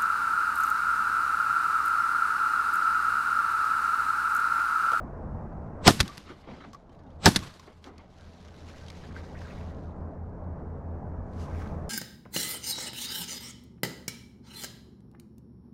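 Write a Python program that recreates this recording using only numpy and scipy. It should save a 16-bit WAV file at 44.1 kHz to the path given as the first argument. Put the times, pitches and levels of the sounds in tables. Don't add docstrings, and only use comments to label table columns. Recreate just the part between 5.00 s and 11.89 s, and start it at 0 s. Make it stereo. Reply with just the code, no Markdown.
import sys
import numpy as np
from scipy import signal
from scipy.fft import rfft, irfft, next_fast_len
from scipy.io import wavfile
from scipy.ndimage import uniform_filter1d, minimum_filter1d

SR = 44100
rng = np.random.default_rng(int(sys.argv[2]) if len(sys.argv) > 2 else 0)


def wav_out(sig):
    wavfile.write(sys.argv[1], SR, np.round(np.clip(np.atleast_2d(sig).T, -1, 1) * 32767).astype(np.int16))


N = 303956
T = np.arange(N) / SR

# time in s, early noise level in dB, early noise rise in s per 60 dB,
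# bark pitch in Hz, bark level in dB.
SHOTS = [(0.8765, -12, 0.0576, 1261, -1), (2.2577, -17.5, 0.0754, 1551, 4.5)]
# time in s, level in dB, length in s, left minus right in dB.
RETURNS = [(0.8816, 17, 0.00037, -0.5), (0.891, 9.5, 0.00098, -2.5), (.9005, 4, 0.00066, -1.5),
           (0.9082, 8, 0.00095, -2), (2.2646, 12.5, 0.0016, -1.5), (2.2753, 10, 0.0005, -2),
           (2.2828, 9.5, 0.00094, -1.5), (2.2886, 7.5, 0.0012, -1.5)]
# frequency in Hz, relative density in dB per Hz.
CRACK_SPECTRUM = [(300, -12.5), (1000, -2.5), (1800, 1.5), (2600, -5.5), (5200, 2), (7500, -7),
                  (9000, -14.5), (16000, -22.5)]
BOOM_SPECTRUM = [(25, -16.5), (70, -6), (140, 1.5), (260, -4), (380, -12.5), (600, -27), (2000, -64.5)]
BRUSH_SPECTRUM = [(100, -2), (500, -0.5), (1500, -2), (4500, -2), (7500, -5.5), (12000, -10),
                  (16000, -32.5)]
SHUDDER_SPECTRUM = [(25, -9.5), (80, -2), (130, -5), (200, -0.5), (280, 0.5), (370, -14), (600, -24),
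                    (2000, -60)]
CLOTH_SPECTRUM = [(300, -12.5), (1500, -0.5), (4000, 1), (6500, -6), (8500, -16.5), (11500, -19),
                  (13500, -39.5), (16000, -53.5)]
SCRAPE_SPECTRUM = [(300, -9.5), (1000, -1.5), (1900, 1.5), (2800, -12), (6000, -29.5)]


def undb(db):
    return 10 ** (np.asarray(db) / 20)


def response(spectrum, f):
    hz, db = np.transpose(spectrum)
    return undb(np.interp(np.log(np.maximum(f, 1)), np.log(hz), db))


def noise(spectrum, side_db, lean=None):
    # frequency in Hz, side minus mid in dB before side_db.
    width = [(60, -13.5), (150, -12), (400, -4), (1200, 2), (2400, 4), (4500, -0.5), (8000, -0.5),
             (14000, 3)]
    size = next_fast_len(N)
    f = np.arange(size // 2 + 1) * SR / size
    mid, side = rfft(rng.standard_normal((2, size))) * response(spectrum, f)
    side = side * undb(side_db) * response(width, f)
    left = 1 if lean is None else np.sqrt(response(lean, f))
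    out = irfft(np.array([(mid + side) * left, (mid - side) / left]), size)[:, :N]
    return out / out.std()


def colour(x, spectrum):
    size = next_fast_len(N)
    f = np.arange(size // 2 + 1) * SR / size
    return irfft(rfft(x, size) * response(spectrum, f), size)[:N]


def burst(s, rise, t60):
    return 1000. ** -np.minimum(np.maximum((s - T) / rise, (T - s) / t60), 10)


def stroke(s, length):
    rise_s = length
    fall_s = min(4.4 * length, 1)
    return 1000. ** -np.clip(np.maximum((s - T) / rise_s, (T - s - length) / fall_s), 0, 10)


def lowpass(x, hz):
    return signal.sosfilt(signal.butter(2, min(hz, SR / 2 - 1000), fs=SR, output="sos"), x)


def resonance(x, hz, q):
    return signal.lfilter(*signal.iirpeak(hz, Q=q, fs=SR), x)


def walk(rate):
    k = int(SR / rate)
    steps = np.repeat(rng.standard_normal(N // k + 1), k)
    out = uniform_filter1d(uniform_filter1d(steps, k), k)[:N]
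    return out / out.std()


def ring(x, modes):
    t = T[:SR // 4]
    impulse = sum(undb(db) * np.sin(2 * np.pi * hz * t) * 1000. ** (-t / t60) for hz, db, t60 in modes)
    return signal.fftconvolve(x, impulse[None] / np.linalg.norm(impulse), axes=1)[:, :N]


def tone(pitch_hz):
    return np.sin(2 * np.pi * np.cumsum(pitch_hz) / SR)


def pan(x, db):
    return x * undb(np.array([[db], [-db]]) / 2)


def crackle(rate, spread_db):
    size = undb(spread_db * np.minimum(rng.exponential(size=N), 4))
    clicks = (rng.random(N) < rate / SR) * size * rng.choice([-1, 1], N)
    return clicks / clicks.std()


def mottle(x, depth_db, size, count):
    z = signal.stft(x, nperseg=512)[2]
    field = rng.standard_normal(z.shape[-2:])
    for _ in range(2):
        field = uniform_filter1d(uniform_filter1d(field, size, axis=0), count, axis=1)
    out = signal.istft(z * undb(depth_db * field / field.std()))[1][..., :N]
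    return out / out.std()


def blasts():
    # frequency in Hz, relative density in dB per Hz.
    gas_spectrum = [(30, -13), (70, -2), (130, 6.5), (400, -5.5), (520, -7), (760, -1.5), (1000, -2),
                    (1400, -6), (1750, -3), (2400, -14), (3500, -7), (5200, -6.5), (8500, -22.5),
                    (11000, -23), (16000, -43.5)]
    # frequency in Hz, relative density in dB per Hz.
    early_spectrum = [(40, -2), (150, 5.5), (700, 2), (2400, -5), (4000, -3.5), (7000, -14), (8000, -6),
                      (8600, -22), (14000, -39.5)]
    # frequency in Hz, left minus right in dB.
    blast_lean = [(250, -2), (550, -1), (1300, -2), (4000, 0), (10000, 2.2)]
    # frequency in Hz, relative level in dB, t60 in s.
    blast_modes = [(388, -3.5, 0.08), (758, -3.5, 0.056), (915, -1.5, 0.1), (1060, -1, 0.029),
                   (1260, 0, 0.041), (1537, -4, .06), (1834, -2, 0.07), (3320, -2.5, 0.13), (4690, -4, .05)]
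    gas = noise(gas_spectrum, side_db=-9.5, lean=blast_lean)
    gas = gas + undb(-8) * ring(gas, blast_modes)
    crack = noise(CRACK_SPECTRUM, side_db=-12.5, lean=blast_lean)
    early = noise(early_spectrum, side_db=-7.5)
    boom = noise(BOOM_SPECTRUM, side_db=-1.5, lean=blast_lean)
    brush = noise(BRUSH_SPECTRUM, side_db=-8.0)
    mount = noise(SHUDDER_SPECTRUM, side_db=-4.5)
    scatter = sum(undb(db) * burst(s, rise=0.0055, t60=0.015) for s, db, _, _ in RETURNS)
    out = undb(-19) * brush * scatter
    for s, early_db, early_rise, bark_hz, bark_db in SHOTS:
        bark = resonance(brush, bark_hz, q=5)
        out = out + undb(early_db) * early * burst(s - .005, rise=early_rise, t60=0.094)
        out = out + undb(15) * crack * burst(s + 0.00065, rise=0.001, t60=0.015)
        out = out + undb(bark_db) * bark / bark.std() * burst(s + .004, rise=.006, t60=0.055)
        out = out + undb(8) * gas * burst(s + .004, rise=.005, t60=0.076)
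        out = out + undb(-3.5) * boom * burst(s + 0.013, rise=0.055, t60=0.17)
        out = out + undb(-15) * mount * burst(s + 0.044, rise=0.05, t60=0.25)
        out = out + undb(-11) * brush * burst(s + 0.016, rise=0.027, t60=0.3)
    return out


def pressure_waves():
    out = 0
    for s, db, length, lean_db in RETURNS:
        u = (T - s) / length
        out = out + pan(undb(db) * (u ** 2 - 1) * np.exp(-.5 * u ** 2), db=lean_db)
    return out


def recoil():
    peak_delay_s, treble_limit_hz = 0.12, 110
    shake = lowpass(noise(BOOM_SPECTRUM, side_db=-8), treble_limit_hz)
    shape = sum(burst(s + peak_delay_s, rise=0.43, t60=0.42) for s, *_ in SHOTS)
    return undb(-20) * shake / shake.std() * shape


def action():
    # time in s, relative level in dB, clash t60 in s, relative thump and shudder level in dB.
    clacks = [(0.994, -17, 0.064, -6), (1.0035, 4, .022, -11.5), (1.0079, 1.5, 0.025, -6.5),
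              (1.029, -20, 0.02, -8.5), (1.079, -16.5, 0.017, -9.5), (1.173, -25.5, 0.012, -15.5),
              (1.1787, -18.5, 0.017, -8), (2.3185, -14, 0.014, -14.5), (2.3500, -19, 0.026, -7),
              (2.3605, 3.5, 0.02, -10.5), (2.3642, -3.5, 0.031, -5), (2.391, -18, 0.012, -9)]
    # frequency in Hz, relative density in dB per Hz.
    clash_spectrum = [(120, -28.5), (200, -12), (579, -15), (1450, -5.5), (1710, -2), (2800, -13.5),
                      (3010, -15), (3300, -4), (5040, -5.5), (7130, -16.5), (10500, -16.5), (12400, -22.5),
                      (16000, -51)]
    # frequency in Hz, relative density in dB per Hz.
    thump_spectrum = [(25, 2), (70, 0.5), (150, 2), (260, -5.5), (400, -15), (700, -34), (2000, -60)]
    # frequency in Hz, relative level in dB, t60 in s.
    steel = [(930, -16, 0.017), (1210, -2.5, 0.019), (1750, -6, 0.018), (3070, 11, .025),
             (3600, -5.5, .025), (4140, 5.5, 0.023), (5000, -10, .02), (6500, -3, 0.023), (10900, -8, .02)]
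    clash_shape = sum(undb(db) * burst(s + 0.0002366, rise=0.005, t60=t60) for s, db, t60, _ in clacks)
    thump_shape = sum(undb(db + low_db) * burst(s + 0.0018, rise=0.01, t60=0.052)
                      for s, db, _, low_db in clacks)
    shudder_shape = sum(undb(db + low_db) * burst(s + 0.03, rise=0.16, t60=0.2)
                        for s, db, _, low_db in clacks)
    clash = noise(clash_spectrum, side_db=-14.0) * clash_shape
    thump = noise(thump_spectrum, side_db=-0.5) * thump_shape
    shudder = noise(SHUDDER_SPECTRUM, side_db=-6) * shudder_shape
    metal = undb(-1) * clash + undb(-21.5) * ring(clash, steel)
    return pan(metal, db=-1) + pan(thump, db=-5.5) + undb(-19.5) * shudder


def hulls():
    # time in s, tick level in dB, relative ring level in dB, ring rise in s, ring t60 in s, pitch in Hz.
    strikes = [(1.098, -33, -23, .09, .09, 1155), (1.7322, -35.5, -30, .008, .04, 1136),
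               (1.746, -41, -24, 0.014, .042, 1112), (2.4260, -42, -21, .03, .055, 1082),
               (2.5960, -31, -27.5, 0.009, .035, 1030)]
    glide_per_s, rough_hz = 1.9, 35
    tick_shape = sum(undb(db) * burst(s, rise=0.0015, t60=0.031) for s, db, *_ in strikes)
    tick = noise(CRACK_SPECTRUM, side_db=-5.5) * tick_shape
    scuff = noise(SCRAPE_SPECTRUM, side_db=-14)
    rough = rough_hz * walk(300)
    out = 0
    for s, _, db, rise, t60, hz in strikes:
        tube = tone(hz * (1 + glide_per_s * np.clip(T - s, -t60, t60)) + rough)
        body = undb(-1.5) * tube + undb(-21) * scuff
        out = out + undb(db) * body * burst(s + 0.0027, rise=rise, t60=t60)
    return tick + out


def fittings():
    # time in s, relative level in dB, pitch as a ratio.
    clinks = [(1.8948, -52.5, 0.86), (1.9274, -54, 0.94), (1.948, -56, 1.1), (1.991, -56, 1.4),
              (2.035, -58, 1.025), (2.065, -59, 1.03), (2.103, -56.5, .97)]
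    # frequency in Hz, relative level in dB, t60 in s.
    fitting_modes = [(2120, -2, 0.039), (2750, -2, .04), (3330, 0, 0.051), (3593, 0, 0.0703),
                     (5050, -6, 0.023)]
    contact = noise(CLOTH_SPECTRUM, side_db=-5)
    out = 0
    for s, db, ratio in clinks:
        tap = undb(db) * contact * burst(s, rise=0.00296, t60=.04)
        modes = [(hz * ratio, gain_db, t60) for hz, gain_db, t60 in fitting_modes]
        out = out + undb(-1.0) * tap + undb(-9.0) * ring(tap, modes)
    return out


def echoes():
    # time in s, relative level in dB, linear rise in s, t60 in s, treble limit in Hz.
    banks = [(1.117, -37.5, 0.068, 0.69, 5970), (1.275, -34, 0.024, 0.24, 4200),
             (1.306, -27.5, 0.019, 0.17, 2450), (1.40, -50, 0.042, 0.82, 3220),
             (1.478, -24, 0.008, 0.39, 1106), (1.545, -39.5, 0.22, 0.49, 3514),
             (1.605, -35, 0.0028, 0.14, 2280), (1.64, -34, 0.0036, 0.18, 2040),
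             (1.67, -30, 0.025, 0.29, 330), (2.679, -32.5, 0.0067, 0.29, 2010),
             (2.874, -31, 0.033, 0.37, 1380), (3.01, -43.5, 0.074, 0.33, 2365)]
    # frequency in Hz, relative density in dB per Hz.
    woods_spectrum = [(40, 2.5), (250, 3.5), (600, -1), (1200, 0), (2500, -5.5), (4500, -6.5),
                      (8000, -17.5), (13000, -26), (16000, -45.5)]
    # frequency in Hz, relative density in dB per Hz.
    shore_spectrum = [(40, -5.5), (250, 8), (600, 1), (950, 0), (1250, 0.5), (1700, -5.5), (2150, -1.5),
                      (2550, -8), (3000, -4.5), (4500, -7.5), (8000, -17), (16000, -47)]
    woods = mottle(noise(woods_spectrum, side_db=-7.5), depth_db=1.86, size=7, count=2)
    woods = woods * undb(2.0 * walk(90))
    out = undb(-24.5) * woods * sum(burst(s + 0.091, rise=.06, t60=0.94) for s, *_ in SHOTS)
    far = mottle(noise(shore_spectrum, side_db=-7), depth_db=2.5, size=3, count=5)
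    far = far * undb(1.2 * walk(90))
    for s, db, rise, t60, top_hz in banks:
        shape = np.clip(1 + (T - s) / rise, 0, 1) * burst(s, rise=0.99, t60=t60)
        out = out + undb(db) * lowpass(far, top_hz) * shape
    return out


def jacket_rubs():
    # start in s, length in s, relative level in dB, scraping relative to cloth in dB.
    strokes = [(1.50, 0.15, -57, -6), (1.75, 0.047, -75, -1), (1.921, 0.032, -69.5, 11),
               (1.99, 0.76, -71.5, 3), (2.47, .07, -54, -8), (2.848, 0.026, -47, 3.5),
               (2.932, 0.13, -68, 4), (3.107, 0.022, -66, -5), (3.18, 0.42, -57, 1.5),
               (3.685, 0.33, -58, 1.5), (4.153, 0.034, -61, 7), (4.252, 0.29, -64, 6.5),
               (4.412, 0.057, -66.5, 3), (4.602, 0.089, -72.5, 6)]
    # peak in s, relative level in dB, relative scraping in dB, rise in s per 60 dB, t60 in s.
    slides = [(6.41, -59, -11, 0.36, 0.43), (6.61, -62, 13.5, 0.64, 0.88)]
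    # frequency in Hz, relative density in dB per Hz.
    sleeve_spectrum = [(500, -9), (2500, 1.5), (4000, -1.5), (6000, 0), (8500, -10), (12000, -13.5),
                       (14000, -32), (16000, -50)]
    fold_modes = [(1320, -1, .02), (1560, 3.0, .025), (1919, -0.5, 0.014), (2140, -2.5, 0.016)]  # Hz, dB, t60 s
    cloth = noise(CLOTH_SPECTRUM, side_db=-11.0) * undb(0.5 + 2.0 * walk(500))
    cloth = cloth + undb(1.5) * colour(crackle(rate=360, spread_db=3.5), CLOTH_SPECTRUM)
    cloth = undb(1.5) * mottle(cloth, depth_db=1.5, size=7, count=3)
    folds = ring(crackle(rate=170, spread_db=3.0)[None], fold_modes)
    scrape = undb(-3.5) * noise(SCRAPE_SPECTRUM, side_db=-9.0) + undb(-4.5) * folds
    scrape = undb(-1.5) * mottle(scrape, depth_db=3.5, size=4, count=3)
    sleeve = noise(sleeve_spectrum, side_db=-9.5) * undb(1.1 * walk(500))
    out = 0
    for s, length, db, scrape_db in strokes:
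        out = out + undb(db) * stroke(s, length) * (cloth + undb(scrape_db) * scrape)
    for s, db, scrape_db, rise, t60 in slides:
        out = out + undb(db) * burst(s, rise, t60) * (sleeve + undb(scrape_db) * scrape)
    return out * undb(1.1 * walk(34))


def settling_creases():
    # time in s, level in dB.
    settling = [(2.9, -87), (3.2, -64.5), (4.6, -69.5), (4.85, -74), (5.0, -85.5), (6.9, -93)]
    creases = colour(crackle(rate=700, spread_db=3.5), CLOTH_SPECTRUM)
    creases = mottle(creases, depth_db=3, size=9, count=2)
    return creases * undb(np.interp(T, *np.transpose(settling)))


def snap(s, source, hz, t60, ring_db):
    out, start = np.zeros((2, N)), int(s * SR)
    t = T[:SR // 10]
    attack = np.minimum(t / 0.00096, 1)
    crack = source[:, start:start + len(t)] * attack * 1000. ** (-t / t60)
    out[:, start:start + len(t)] = crack + undb(ring_db) * resonance(crack, hz, q=4)
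    return out


def snaps_and_ticks():
    # time in s, relative level in dB, pitch in Hz.
    snaps = [(1.2133, -35, 2000), (1.2387, -33, 2400), (2.539, -30.5, 5000), (2.8414, -26, 3300),
             (2.980, -32, 5000), (3.102, -52, 5780), (3.209, -39, 3610), (3.243, -46, 3180),
             (3.3327, -43, 4000), (3.449, -41, 6940), (3.4824, -40, 3530), (3.684, -42, 4500),
             (3.8635, -42, 3940), (3.883, -33.5, 2600), (3.9011, -30.5, 5000), (3.9503, -48, 4400),
             (4.1255, -47.5, 4970), (4.1638, -47, 3400), (4.3884, -47, 2600), (4.4182, -55, 3230),
             (4.615, -60.5, 5540), (4.698, -61.5, 3510), (4.79, -65, 4500), (4.855, -64, 4440),
             (6.334, -56, 4000), (6.397, -49, 5200), (6.673, -49, 3520)]
    grain = noise(CLOTH_SPECTRUM, side_db=-11.5)
    return sum(undb(db - 3.5) * snap(s, grain, hz, t60=0.019, ring_db=-1.0) for s, db, hz in snaps)


def twig_swish():
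    return undb(-47) * noise(BRUSH_SPECTRUM, side_db=-7) * stroke(2.3, length=0.017)


def creaks():
    # start in s, length in s, relative level in dB, pitch in Hz.
    squeaks = [(3.195, 0.011, -46.5, 1485), (3.56, .012, -59, 1650), (4.037, .014, -46, 1686),
               (4.108, .012, -47, 1585), (4.176, .012, -43.5, 1740), (4.232, 0.017, -55, 1673),
               (4.353, .016, -45.5, 1940), (4.464, 0.02, -47, 1480), (4.500, 0.013, -49, 2100)]
    glide_per_s, rough_hz = 1, 280.2
    rough = rough_hz * walk(900)
    out = 0
    for s, length, db, hz in squeaks:
        glide = 1 + glide_per_s * np.clip(T - s - length / 2, -length, length)
        out = out + undb(db) * stroke(s, length) * tone(hz * glide + rough)
    return pan(out * undb(-4 + 1.9 * walk(400)), db=-1.5)


def moan():
    peak_s, centre_hz, sag_hz_per_s = 2.075, 264, 700
    pitch = centre_hz - sag_hz_per_s * np.clip(T - peak_s, -.05, .1) + 12 * walk(80)
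    return undb(-38) * tone(pitch) * burst(peak_s, rise=.3, t60=.35)


def engine():
    # frequency in Hz, relative level in dB.
    engine_tones = [(80.5, -43.5), (85.2, -45), (140, -52.5), (177.5, -51), (242.2, -57), (427, -58.5),
                    (485.5, -67)]
    throb_db, throb_db_per_s = -7.5, 1.37
    hum = 0
    for hz, db in engine_tones:
        level = np.sqrt(2) * undb(db + 1.2 * walk(14))
        hum = hum + level * tone(hz + 1.0 * walk(9.7))
    return pan(hum, db=-0.5) * undb(throb_db + throb_db_per_s * T)


def far_roar():
    # frequency in Hz, relative density in dB per Hz.
    air_spectrum = [(20, -10), (45, -3.5), (85, -6), (115, -8.5), (210, -9.5), (380, -18), (620, -16.5),
                    (1000, -23.5), (1640, -35.5), (2000, -43.5), (3500, -68.5), (5500, -63), (9000, -72.5),
                    (15000, -88.5)]
    # frequency in Hz, left minus right in dB.
    air_lean = [(100, -1), (350, 1), (700, 5), (1300, 5.5), (2400, 4), (4400, -0.5), (14000, 1)]
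    # time in s, relative level in dB.
    roar_levels = [(0, 3.5), (3.3, -1), (5.6, 0), (6.3, 2), (6.9, 2.6)]
    air = mottle(noise(air_spectrum, side_db=-7, lean=air_lean), depth_db=1.5, size=2, count=7)
    roar_db = np.interp(T, *np.transpose(roar_levels))
    return air * undb(-41 + roar_db + 0.53 * walk(6.6))


def scene():
    gun = blasts() + pressure_waves() + recoil() + action() + hulls() + fittings()
    clothes = jacket_rubs() + settling_creases() + creaks()
    small = snaps_and_ticks() + twig_swish()
    return gun + echoes() + clothes + small + moan() + engine() + far_roar()


def gain_control(x, depth_db, release_db):
    peak = -minimum_filter1d(-np.abs(x).max(axis=0), size=SR // 1000)
    over = np.clip(20 * np.log10(peak + 1e-9), 0, depth_db)
    return x * undb(release_db * T - np.maximum.accumulate(over + release_db * T))


def record(dry):
    top_hz = 15900
    held = np.clip(gain_control(dry, depth_db=18, release_db=8), -.97, .97)
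    return signal.sosfilt(signal.ellip(8, .2, 70, top_hz, fs=SR, output="sos"), held)


dry = scene()
out = record(dry)
wav_out(out)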